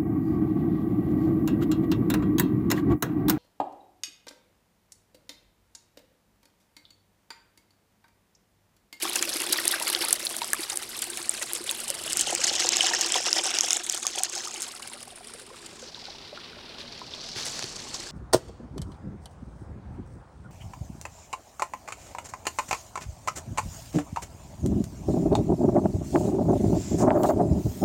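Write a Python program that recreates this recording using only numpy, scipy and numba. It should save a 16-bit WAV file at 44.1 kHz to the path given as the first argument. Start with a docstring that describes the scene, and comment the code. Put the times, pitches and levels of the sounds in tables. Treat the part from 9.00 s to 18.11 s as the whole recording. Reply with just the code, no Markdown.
"""A hose filling a tub

A jet runs into a foamy plastic tub on a lawn and beats air into the water. Each bubble is an oscillator,
its air the spring and the water the mass: small ones ring high and burst, big ones plop, and gulps of air
set the tub booming softly. The spray changes colour as the listener moves round the tub, then fades as
the listener backs away through rustling grass."""
import sys
import numpy as np
from scipy import signal
from scipy.io import wavfile
from scipy.ndimage import uniform_filter1d
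from numba import njit

SR = 44100
rng = np.random.default_rng(int(sys.argv[2]) if len(sys.argv) > 2 else 0)


def log_audio(samples):
    """Write samples as a 16-bit WAV file to the path given in sys.argv[1]."""
    # one column per channel
    frames = np.atleast_2d(samples).T
    # limit to full scale, then quantise
    limited = np.clip(frames, -1, 1)
    pcm = np.round(limited * 32767).astype(np.int16)
    wavfile.write(sys.argv[1], SR, pcm)


N = 401751
CUTOFF_HZ = 15900
SMALL_RISE = 0.03   # fractional rise in pitch over a small bubble's life

# Levels in the tables are relative: each source adds its own gain or spectrum.
# the water's level as heard over time; the gain ducks just after the loudest pop:
# t/s, gurgle level/dB, spray level/dB, spray centre f/Hz
WATER_HEARD = [(0, -40.5, -39, 10300), (1.12, -40, -39, 9600), (1.145, -45.5, -42.5, 9600),
               (1.95, -48.5, -42.5, 9200), (2.3, -47, -40.5, 8300), (3.0, -48, -43, 9000),
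               (3.18, -44.5, -35.5, 7360), (3.56, -40.5, -32.5, 5960), (4.55, -40, -35, 6600),
               (4.85, -48, -40, 7260), (5.35, -48.5, -40, 6150), (5.7, -51, -46, 8100),
               (6.1, -59, -60, 8600), (6.7, -57.5, -57, 7500), (6.9, -59.5, -49.5, 4700),
               (7.6, -56.5, -53.5, 3490), (8.3, -59.5, -45, 4760), (9.11, -51.5, -47.5, 6500)]
# texture of the water: t/s, spread of bubble levels/dB, share of hiss/1, depth of flutter and spitting/1
TEXTURE = [(0, 9.5, 0.19, 0.8), (2.3, 6.5, 0.21, 0.82), (3.5, 4, 0.14, 0.66), (5.8, 6, 0.15, 0.84),
           (7.2, 10, 0.85, 0.7), (8.5, 5.5, 0.45, 0.42)]
# the jet splashes harder: t/s, rise/dB
JET_SURGES = [(0.161, 7.5), (0.671, 4), (1.011, 13), (2.025, 11), (2.421, 13), (3.44, 7.5), (4.15, 7),
              (4.27, 6.5), (4.638, 8), (5.178, 8), (5.246, 13)]
# spectrum of the gurgle: f/Hz, level/dB
GURGLE_SPECTRUM = [(200, -32.5), (400, 1.5), (730, -2), (1800, 0.5), (3000, 2), (5300, 1.5), (7000, -27),
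                   (16000, -34)]
# spectrum of the foam's fizz: f/Hz, level/dB
FIZZ_SPECTRUM = [(1500, -3.5), (8000, 11.5), (12000, -2.5), (16000, -2)]
# the fizz, which carries only a short way, along the listener's path: t/s, level/dB
FIZZ_PATH = [(0, -50.5), (1.1, -56), (2.2, -62), (4.7, -71), (5.5, -66.5), (6.1, -77), (7.5, -96)]
# narrow resonances that colour the water; a thin ring near 4.4 kHz sounds toward the end:
# f/Hz, width/Hz, added level/dB, loudest at t/s, half-span/s
NARROW_RESONANCES = [(741, 56, 3, 4.77, 1.5), (3000, 650, -2.5, 3.57, 0.67), (3430, 460, -1, 4.78, 0.43),
                     (5420, 470, -1, 4.95, 1.1), (6400, 520, -3, 5.5, 0.77), (9500, 1000, 4, 6.17, 0.37),
                     (4380, 260, 0, 9.4, 1.2)]
# the band cancelled by a reflection off the ground or the tub's rim: t/s, f/Hz, depth/1
NOTCH_PATH = [(0, 7300, 0), (3.6, 4370, 0.02), (4.65, 4200, 0.63), (4.95, 5450, 0.53), (6.2, 6250, 0.34),
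              (9.1, 6790, 0.23)]
# modes of the air in the tub: f/Hz, half-width/Hz, level/dB
TUB_MODES = [(346.4, 24, 0.5), (395, 140, -8.5), (722, 26, -13)]
# spectrum of outdoor air: f/Hz, level/dB
AIR_SPECTRUM = [(25, -56.5), (80, -67), (240, -83), (450, -61), (1000, -64.5), (7000, -70.5), (16000, -91)]
# spectrum of the rumble of walking: f/Hz, level/dB
RUMBLE_SPECTRUM = [(25, -61), (140, -58), (400, -60.5), (1000, -66.5), (16000, -130)]
# that rumble along the path: t/s, level/dB
RUMBLE_PATH = [(0, 1.5), (2.7, 3.5), (3.15, 10.5), (4.3, 2), (6.3, 5), (8.0, 10.5), (9.1, 13)]
# bands of a faint drone: f/Hz, half-width/Hz, level/dB
DRONE_BANDS = [(121.2, 6.7, -73), (235, 14, -60.5), (411, 30, -60.5)]
# gulps of air: t/s, level/dB
AIR_GULPS = [(0.029, -28), (0.209, -29), (0.357, -26), (0.412, -26), (0.501, -23.5), (1.009, -29),
             (1.592, -26), (2.606, -28)]
# big bubbles: t/s, f/Hz, level/dB
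BIG_BUBBLES = [(0.053, 1120, -22.5), (0.587, 1850, -15), (0.74, 1610, -16), (0.814, 950, -23.5),
               (1.038, 910, -24.5), (1.418, 936, -20), (1.533, 1690, -13.5), (1.726, 790, -30.5),
               (2.693, 3560, -11.5), (2.902, 552, -29.5), (3.324, 698, -29), (3.8073, 3060, -9),
               (3.838, 764, -25.5), (3.911, 930, -22), (3.936, 1810, -14.5), (4.142, 3360, -10),
               (4.156, 973, -18), (4.456, 784, -27), (5.05, 1145, -25.5), (5.203, 770, -30),
               (5.473, 1230, -27.5), (5.739, 1330, -35), (5.798, 1100, -34.5), (6.826, 506, -35),
               (7.083, 800, -34), (7.329, 594, -31.5), (7.375, 1380, -31), (8.016, 1006, -29)]
# the loudest bursts at the surface: t/s, f/Hz, level/dB
SURFACE_POPS = [(0.1577, 9000, -3), (0.1605, 6800, -4.5), (0.226, 7100, 0.5), (0.419, 9200, -6.5),
                (0.5285, 10500, -0.5), (0.6793, 9100, 5.5), (0.7135, 10900, -3), (0.9494, 4350, -2.5),
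                (1.128, 9700, 8), (1.1304, 7300, -2), (1.2682, 4800, -11), (1.3664, 9070, -6.5),
                (1.4184, 3620, -10.5), (1.5328, 9700, 2), (1.773, 8500, -3), (2.0202, 10300, -6),
                (2.534, 9900, -4), (2.7123, 9800, -3), (2.9026, 8700, -1), (3.1315, 7900, -2.5),
                (3.1717, 8300, 0), (3.2104, 7800, 1), (3.3504, 7600, -2.5), (3.6904, 6760, 2),
                (3.7689, 6860, 0.5), (4.0113, 7100, -1.5), (4.3295, 5300, 1), (4.5872, 5900, -0.5),
                (4.609, 6340, 1), (4.707, 6400, -1), (4.7315, 7000, 1), (4.898, 7100, -2),
                (4.925, 7900, -8), (5.068, 6660, -1), (5.2347, 8140, 1), (5.6202, 8100, -8.5)]
# drops falling back: t/s, f/Hz, level/dB
FALLING_DROPS = [(1.2683, 4070, -13), (2.2938, 8600, -4), (5.183, 3350, -23), (6.946, 3800, -26),
                 (7.054, 4470, -27), (8.137, 3590, -23.5)]
# air pockets dragged down by the jet: t/s, level/dB
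AIR_POCKETS = [(3.269, -28), (3.297, -27.5), (3.324, -22.5), (3.509, -28), (3.646, -27), (3.764, -35.5),
               (3.94, -30.5), (3.989, -35), (4.153, -28.5), (4.199, -30), (4.266, -30), (4.361, -27.5),
               (4.387, -26.5), (4.455, -30), (4.636, -27.5), (4.757, -31.5), (5.172, -30.5)]
# grass brushed by a step: t/s, level/dB, decay time/s, snapping blades' f/Hz
GRASS_STROKES = [(7.781, -54, 0.029, 3430), (8.351, -44, 0.062, 4130), (8.45, -45, 0.031, 6700),
                 (8.52, -51, 0.11, 5330), (8.941, -46.5, 0.0079, 5280)]
# spectrum of the grass's swish: f/Hz, level/dB
GRASS_SPECTRUM = [(150, 4), (400, 5), (2000, 5.5), (5800, 7), (9000, -7), (15000, -26)]
# stems snapping under the shoe: t/s, level/dB
STEM_SNAPS = [(7.993, -47), (8.149, -46.5), (8.289, -42), (8.385, -49), (8.592, -35), (8.625, -36.5),
              (8.641, -38.5)]
# the shoe meets the soil: t/s, level/dB
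SHOE_IMPACTS = [(8.362, -33.5), (8.64, -33)]
# modes of the shoe's thud: f/Hz, t60/s, level/dB
THUD_MODES = [(128, 0.076, 0), (378, 0.032, 6)]


def from_db(db):
    """Amplitude ratio of a level in decibels."""
    return 10 ** (np.asarray(db) / 20)


def unit_rms(x):
    """Normalisation to unit power."""
    return x / np.sqrt(np.mean(x ** 2) + 1e-20)


def at_time(rows, t):
    """Linear interpolation of a table's columns at times t."""
    times, *columns = np.transpose(rows)
    return [np.interp(t, times, column) for column in columns]


def at_hz(spectrum, hz):
    """Level of a spectrum, interpolated in log frequency."""
    f, db = np.transpose(spectrum)
    return np.interp(np.log(hz), np.log(f), db)


def butterworth(x, order, hz, kind):
    """A filter with a maximally flat passband."""
    return signal.sosfilt(signal.butter(order, hz, kind, fs=SR, output="sos"), x + 1e-18)


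def coloured(drives, gain_at, low_hz, count):
    """Spectral shaping: two drives feed alternate bands; unit power gives gain_at(t, hz) rms in 1 kHz."""
    edges, out = np.geomspace(low_hz, CUTOFF_HZ, count + 1), np.zeros(N)
    t = np.arange(N) / SR
    coarse = t[::100]
    for k, (low, high) in enumerate(zip(edges, edges[1:])):
        gain = np.broadcast_to(gain_at(coarse, np.sqrt(low * high)), coarse.shape)
        out += butterworth(drives[k % 2], 2, [low, high], "band") * np.interp(t, coarse, gain)
    return out * np.sqrt(SR / 2000)


def resonances(drive, modes):
    """Forced vibration: the responses of steep-skirted resonators superpose."""
    out = 0
    for hz, half_width_hz, db in modes:
        edges = [hz - half_width_hz, hz + half_width_hz]
        band = butterworth(drive, 1, edges, "band")
        out = out + from_db(db) * unit_rms(butterworth(band, 1, edges, "band"))
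    return out


@njit
def swept_band(x, hz, width_hz):
    """A second-order resonator of unit peak gain and movable centre."""
    out, low, band = np.zeros(len(x)), 0.0, 0.0
    for i in range(len(x)):
        g, damping = np.tan(np.pi * hz[i] / SR), width_hz / hz[i]
        now = (band + g * (x[i] - low)) / (1 + g * (g + damping))
        band, low = 2 * now - band, low + 2 * g * now
        out[i] = damping * now
    return out


@njit
def damped_sines(start, hz, height, t60, rise, attack_cycles):
    """Free, damped vibration; rise is the fractional upward glide of a bubble nearing the surface."""
    out = np.zeros(N)
    for k in range(len(start)):
        first, length = int(start[k] * SR), int(t60[k] * SR) + 2
        fade, swell = np.exp(-np.log(1000) / length), np.exp(-hz[k] / SR / attack_cycles)
        size, closed, phase = height[k], 1.0, 0.0
        for i in range(min(length, N - first)):
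            now_hz = hz[k] * (1 + rise[k] * (i / length - .1))
            phase += 2 * np.pi * min(now_hz, .45 * SR) / SR
            size *= fade
            closed *= swell
            out[first + i] += size * (1 - closed) * np.sin(phase)
    return out


def bubble_broods(rows, rise, attack_cycles, cycles, shed_db, scatter_s, octaves, count=4):
    """Fragmentation: each bubble rings together with a few weaker ones of nearby pitch."""
    s, hz, db = np.transpose(rows)[:, :, None]
    shed = np.arange(count) > 0
    delay, detune, climb = np.moveaxis(rng.uniform(-1.1, 1, (len(s), count, 3)), 2, 0)
    start = (s + shed * scatter_s * (delay + .5)).ravel()
    pitch = (hz * 2 ** (shed * octaves * detune)).ravel()
    height = from_db(db + shed * shed_db).ravel()
    return damped_sines(start, pitch, height, cycles / pitch, rise * (1 + climb.ravel()), attack_cycles)


def drift(corner_hz, hop=40):
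    """Slow random fluctuation: low-passed noise of unit rms."""
    pole = np.exp(-2 * np.pi * corner_hz * hop / SR)
    slow = signal.lfilter([1], [1, -2 * pole, pole * pole], rng.standard_normal(N // hop + 2002))[2000:]
    return np.interp(np.arange(N) / hop, np.arange(len(slow)), unit_rms(slow))


def clumps(per_s, fade_s, steady, regularity=2.5, count=900):
    """Intermittency: decaying bursts at loosely even gaps add in power, over a steady floor; rms 1."""
    gap, size = rng.random((count, 2)).T
    at = (np.cumsum(-np.log(1 - gap) + regularity) / (1 + regularity) / per_s * SR).astype(int)
    births = np.bincount(at[at < N], from_db(-10 * size[at < N]), N)
    power = signal.lfilter([1], [1, -np.exp(-2 / (fade_s * SR))], births + 1e-18)
    return unit_rms(steady + np.sqrt(power))


def jet(t, unrest, rise_s=0.0024, fall_s=0.012, flutter_db=3.5):
    """Amplitude modulation by an unsteady jet: sudden surges over a flutter, with rms near 1."""
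    db = flutter_db * unrest * drift(corner_hz=35)
    for s, rise_db in JET_SURGES:
        near = slice(*np.searchsorted(t, [s - .05, s + .05]))
        age = t[near] - s + rise_s
        db[near] += rise_db * np.exp(-.5 * (age / np.where(age < 0, rise_s, fall_s)) ** 2)
    strength = from_db(db)
    return strength / np.sqrt(uniform_filter1d(strength ** 2, size=SR // 3))


def water_colour(t, hz, crest_width_hz=600):
    """Incoherent sources add in power: broad gurgle, a crested hump of spray and the fizz of foam."""
    gurgle_db, spray_db, spray_hz = at_time(WATER_HEARD, t)
    fizz_db, = at_time(FIZZ_PATH, t)
    width_hz = 3000 * np.minimum(spray_hz / 5800, 1)   # a low hump is a narrower one
    hump = (1 + ((hz - spray_hz) / width_hz) ** 2) ** -2
    crest = 1 + 0.14 / (1 + ((hz - 1.2 * spray_hz) / crest_width_hz) ** 2)
    spray = from_db(spray_db - 0.5) * hump * crest
    gurgle = from_db(gurgle_db + at_hz(GURGLE_SPECTRUM, hz))
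    fizz = from_db(fizz_db + at_hz(FIZZ_SPECTRUM, hz))
    return np.sqrt(gurgle ** 2 + spray ** 2 + fizz ** 2)


def small_bubbles(strength, glugs, spits, low_hz=450, big_hz=1100, tiny_hz=6500, count=19000):
    """Bubble resonance: smaller ones ring higher and die sooner. Big ones come in glugs, tiny in spits."""
    start, which = rng.random((count, 2)).T * [[(N - 1) / SR], [1]]
    size, damping, climb = np.clip(rng.standard_normal((3, count)), -1.96, 1.96)
    span = np.sqrt(CUTOFF_HZ) - np.sqrt(low_hz)
    hz = (np.sqrt(low_hz) + which * span) ** 2
    cycles = 28 * np.exp(.35 * damping)
    t60 = np.minimum(cycles / hz, 0.02)   # foam damps the big ones
    spread_db, hiss, _ = at_time(TEXTURE, start)
    spread_db = spread_db * np.where(hz > tiny_hz, 1, 0.65)   # more even below the fizz
    size = from_db(spread_db * size) / np.exp((np.log(10) * spread_db / 20) ** 2)
    # the bubbles of each pitch share that pitch's power between them
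    per_s_khz = 1000 * count * SR / N / (2 * span * np.sqrt(hz))
    height = size * water_colour(start, hz) * np.sqrt(4 * np.log(1000) / (t60 * per_s_khz))
    at = (start * SR).astype(int)
    push = strength[at]
    height *= np.select([hz < big_hz, hz > tiny_hz], [np.sqrt(glugs[at] * push), spits[at] * push], push)
    height *= np.sqrt(1 - hiss) * rng.choice([-1, 1], count)
    return from_db(1.5) * damped_sines(start, hz, height, t60, SMALL_RISE * (1 + climb), 0.79)


def splash(t, strength, spits, ticks_per_s=140, tick_db=-10, hiss_db=0.5, spit_share=0.3):
    """Shot noise: droplets and bursting films tick over a hiss that swells with each spit."""
    hiss_share = at_time(TEXTURE, t)[1]
    ticks = (rng.random(N) < ticks_per_s / SR) * spits
    ticks *= from_db(1.5 * np.clip(rng.standard_normal(N), -2, 2))
    ticks = butterworth(ticks * rng.choice([-1, 1], N), 2, 6000, "high")
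    hiss = from_db(hiss_db) * np.sqrt(hiss_share) * rng.standard_normal((2, N))
    hiss *= np.sqrt(1 - spit_share + spit_share * spits ** 2)
    drives = (from_db(tick_db) * unit_rms(ticks) * [[1], [-1]] + hiss) * strength
    return coloured(drives, water_colour, low_hz=329.6, count=27)


def gurgles(low_hz=480, high_hz=1650, cycles=30, follows=0.47, count=520):
    """Soft, low bubble resonances well up throughout; they carry farther than the spray."""
    start, which, size = rng.random((count, 3)).T * [[N / SR], [1], [1]]
    hz = low_hz + (high_hz - low_hz) * which
    gurgle_db = at_time(WATER_HEARD, start)[0]
    db = -45 + follows * (gurgle_db - gurgle_db.mean()) + 11 * size ** 2
    return damped_sines(start, hz, from_db(db), cycles / hz, np.full(count, 2 * SMALL_RISE), 0.35)


def peaks_and_notches(t, water, echo_s=0.000855, echo_gain=0.11):
    """Narrow resonances colour the water; by interference a rim echo ripples it, a reflection cuts it."""
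    def near(s, half_span_s):
        return np.exp(-((t - s) / half_span_s) ** 4)
    rings = 0
    for hz, width_hz, db, s, half_span_s in NARROW_RESONANCES:
        ring = signal.lfilter(*signal.iirpeak(hz, hz / width_hz, fs=SR), water)
        rings = rings + from_db(db) * near(s, half_span_s) * ring
    rim_echo = echo_gain * near(3.6, 1.1) * np.interp(t - echo_s, t, water)
    heard = water + rings - rim_echo
    notch_hz, depth = at_time(NOTCH_PATH, t)
    heard = heard - depth * swept_band(heard, notch_hz, width_hz=1000)
    return butterworth(heard, 2, 280, "high")   # the small tub radiates little bass


def tub_boom(t, strength, knocks_per_s=300, churn=0.15, loud_gurgle_db=-35.5, follows=0.98):
    """Cavity resonance: churning water knocks on the air in the tub, which booms with the gurgle."""
    knocks = unit_rms((rng.random(N) < knocks_per_s / SR) * rng.standard_normal(N))
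    drive = (knocks + churn * rng.standard_normal(N)) * strength
    gurgle_db = at_time(WATER_HEARD, t)[0]
    return from_db(-42.5 + follows * (gurgle_db - loud_gurgle_db)) * resonances(drive, TUB_MODES)


def garden(t, shelter_s=5.35, half_span_s=1.0, shelter_db=-4):
    """Ambient noise: air, walking rumble and a drone, all sheltered while the listener is low by the tub."""
    def gain_at(s, hz):
        rumble_db = at_hz(RUMBLE_SPECTRUM, hz) + at_time(RUMBLE_PATH, s)[0]
        return np.hypot(from_db(at_hz(AIR_SPECTRUM, hz)), from_db(rumble_db))
    air_and_rumble = coloured(rng.standard_normal((2, N)), gain_at, low_hz=19.6, count=15)
    drone = resonances(rng.standard_normal(N), DRONE_BANDS)
    shelter = from_db(shelter_db * np.exp(-((t - shelter_s) / half_span_s) ** 2))
    return shelter * (air_and_rumble + drone)


def gulps(gain_db=1, hz=333, t60_s=0.059, rise=0.02, detune=0.06):
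    """Impulse response of a cavity: each gulp of air gives the tub one hollow, dying note."""
    s, db = np.transpose(AIR_GULPS)
    pitch = hz * (1 + detune * rng.uniform(-0.61, 1, len(s)))
    return damped_sines(s, pitch, from_db(db + gain_db), np.full_like(s, t60_s), np.full_like(s, rise), 0.72)


def plops():
    """Resonant frequency falls with size: big bubbles ring low and long."""
    return bubble_broods(BIG_BUBBLES, rise=0.045, attack_cycles=0.29, cycles=36,
                         shed_db=-14, scatter_s=0.017, octaves=0.5)


def pops():
    """Film rupture: a bubble bursts with its neighbours, and the little cavities ring, thin and brief."""
    rings = bubble_broods(SURFACE_POPS, rise=0.042, attack_cycles=0.2, cycles=13,
                          shed_db=-11, scatter_s=0.0014, octaves=0.5)
    return butterworth(rings, 1, 1500, "high")


def drips(gain_db=4.5):
    """Air entrainment: a falling drop traps one bubble and a few weaker ones, a short plink."""
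    return from_db(gain_db) * bubble_broods(FALLING_DROPS, rise=0.05, attack_cycles=1.9, cycles=34,
                                            shed_db=-10, scatter_s=0.0023, octaves=0.23)


def sloshes(gain_db=-0.5, low_hz=330, high_hz=1020, scatter_s=0.0061, t60_s=0.031, count=5):
    """Heavy damping blurs pitch: an air pocket breaks into bubbles of mixed size, a splashy plop."""
    s, db = np.transpose(AIR_POCKETS)[:, :, None]
    delay, detune = np.moveaxis(rng.random((len(s), count, 2)), 2, 0)
    hz = low_hz + (high_hz - low_hz) * (np.arange(count) + detune - .5).clip(0) / count
    start = s + scatter_s * delay ** 2
    height = from_db(db + gain_db) * rng.choice([-1, 1], hz.shape)
    t60, rise = np.full(hz.size, t60_s), np.full(hz.size, SMALL_RISE)
    return damped_sines(start.ravel(), hz.ravel(), height.ravel(), t60, rise, 0.86)


def grass(t, swell_s=0.021, stem_s=0.00094, ring_hz=4520, ring_gain=0.82):
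    """Friction noise: blades slip past a shoe and a few stems snap; the swish has a narrow ring."""
    envelope = np.zeros(N)
    for s, db, fade_s, _ in GRASS_STROKES:
        age = np.maximum(t - s, 0)
        envelope += from_db(db) * (1 - np.exp(-age / swell_s)) * np.exp(-age / fade_s)
    for s, db in STEM_SNAPS:
        envelope += from_db(db) * (t >= s) * np.exp(-np.abs(t - s) / stem_s)
    drives = envelope * rng.standard_normal((2, N))
    swish = coloured(drives, lambda s, hz: from_db(at_hz(GRASS_SPECTRUM, hz)), low_hz=90, count=12)
    return swish + ring_gain * swept_band(swish, np.full(N, ring_hz), width_hz=350)


def crunch(gain_db=20, spread_db=0.5, octaves=0.28, t60_s=0.0028, count=50):
    """Buckling: under each step single blades give way, each with a tiny pitched snap."""
    s, db, fade_s, hz = np.transpose(GRASS_STROKES)[:, :, None]
    size, detune = np.clip(rng.standard_normal((2, len(s), count)), -2, 2)
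    start = (s + fade_s * rng.gamma(2, .5, size.shape)).ravel()
    pitch = (hz * 2 ** (octaves * detune)).ravel()
    height = from_db(db + gain_db + spread_db * size).ravel()
    return damped_sines(start, pitch, height, np.full_like(start, t60_s), np.zeros_like(start), 0.29)


def footfalls():
    """Impact excites damped modes: the shoe lands on soft ground with a dull knock."""
    modes = [(s, db + mode_db, hz, t60) for s, db in SHOE_IMPACTS for hz, t60, mode_db in THUD_MODES]
    s, db, hz, t60 = np.transpose(modes)
    return damped_sines(s, hz, from_db(db), t60, np.zeros_like(s), 0.31)


def scene():
    """Superposition: one jet drives bubbles, splash and tub; steps and outdoor air add to them."""
    t = np.arange(N) / SR
    unrest = at_time(TEXTURE, t)[2]
    strength = jet(t, unrest)
    glugs = clumps(per_s=26, fade_s=0.015, steady=0.037)
    spits = clumps(per_s=32, fade_s=0.0096, steady=0.014) ** unrest
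    water = small_bubbles(strength, glugs, spits) + splash(t, strength, spits)
    water += pops() + plops() + sloshes() + gurgles() + drips()
    steps = grass(t) + crunch() + footfalls()
    boom = tub_boom(t, np.sqrt(strength * glugs)) + gulps()
    return (peaks_and_notches(t, water) + boom + steps + garden(t))[None]


def record(dry):
    """Clipping and band limiting: the sharpest pops hit full scale, and a steep low-pass cuts the top."""
    return signal.sosfilt(signal.ellip(10, .1, 70, CUTOFF_HZ, fs=SR, output="sos"), np.clip(dry, -1, 1))


dry = scene()
out = record(dry)
log_audio(out)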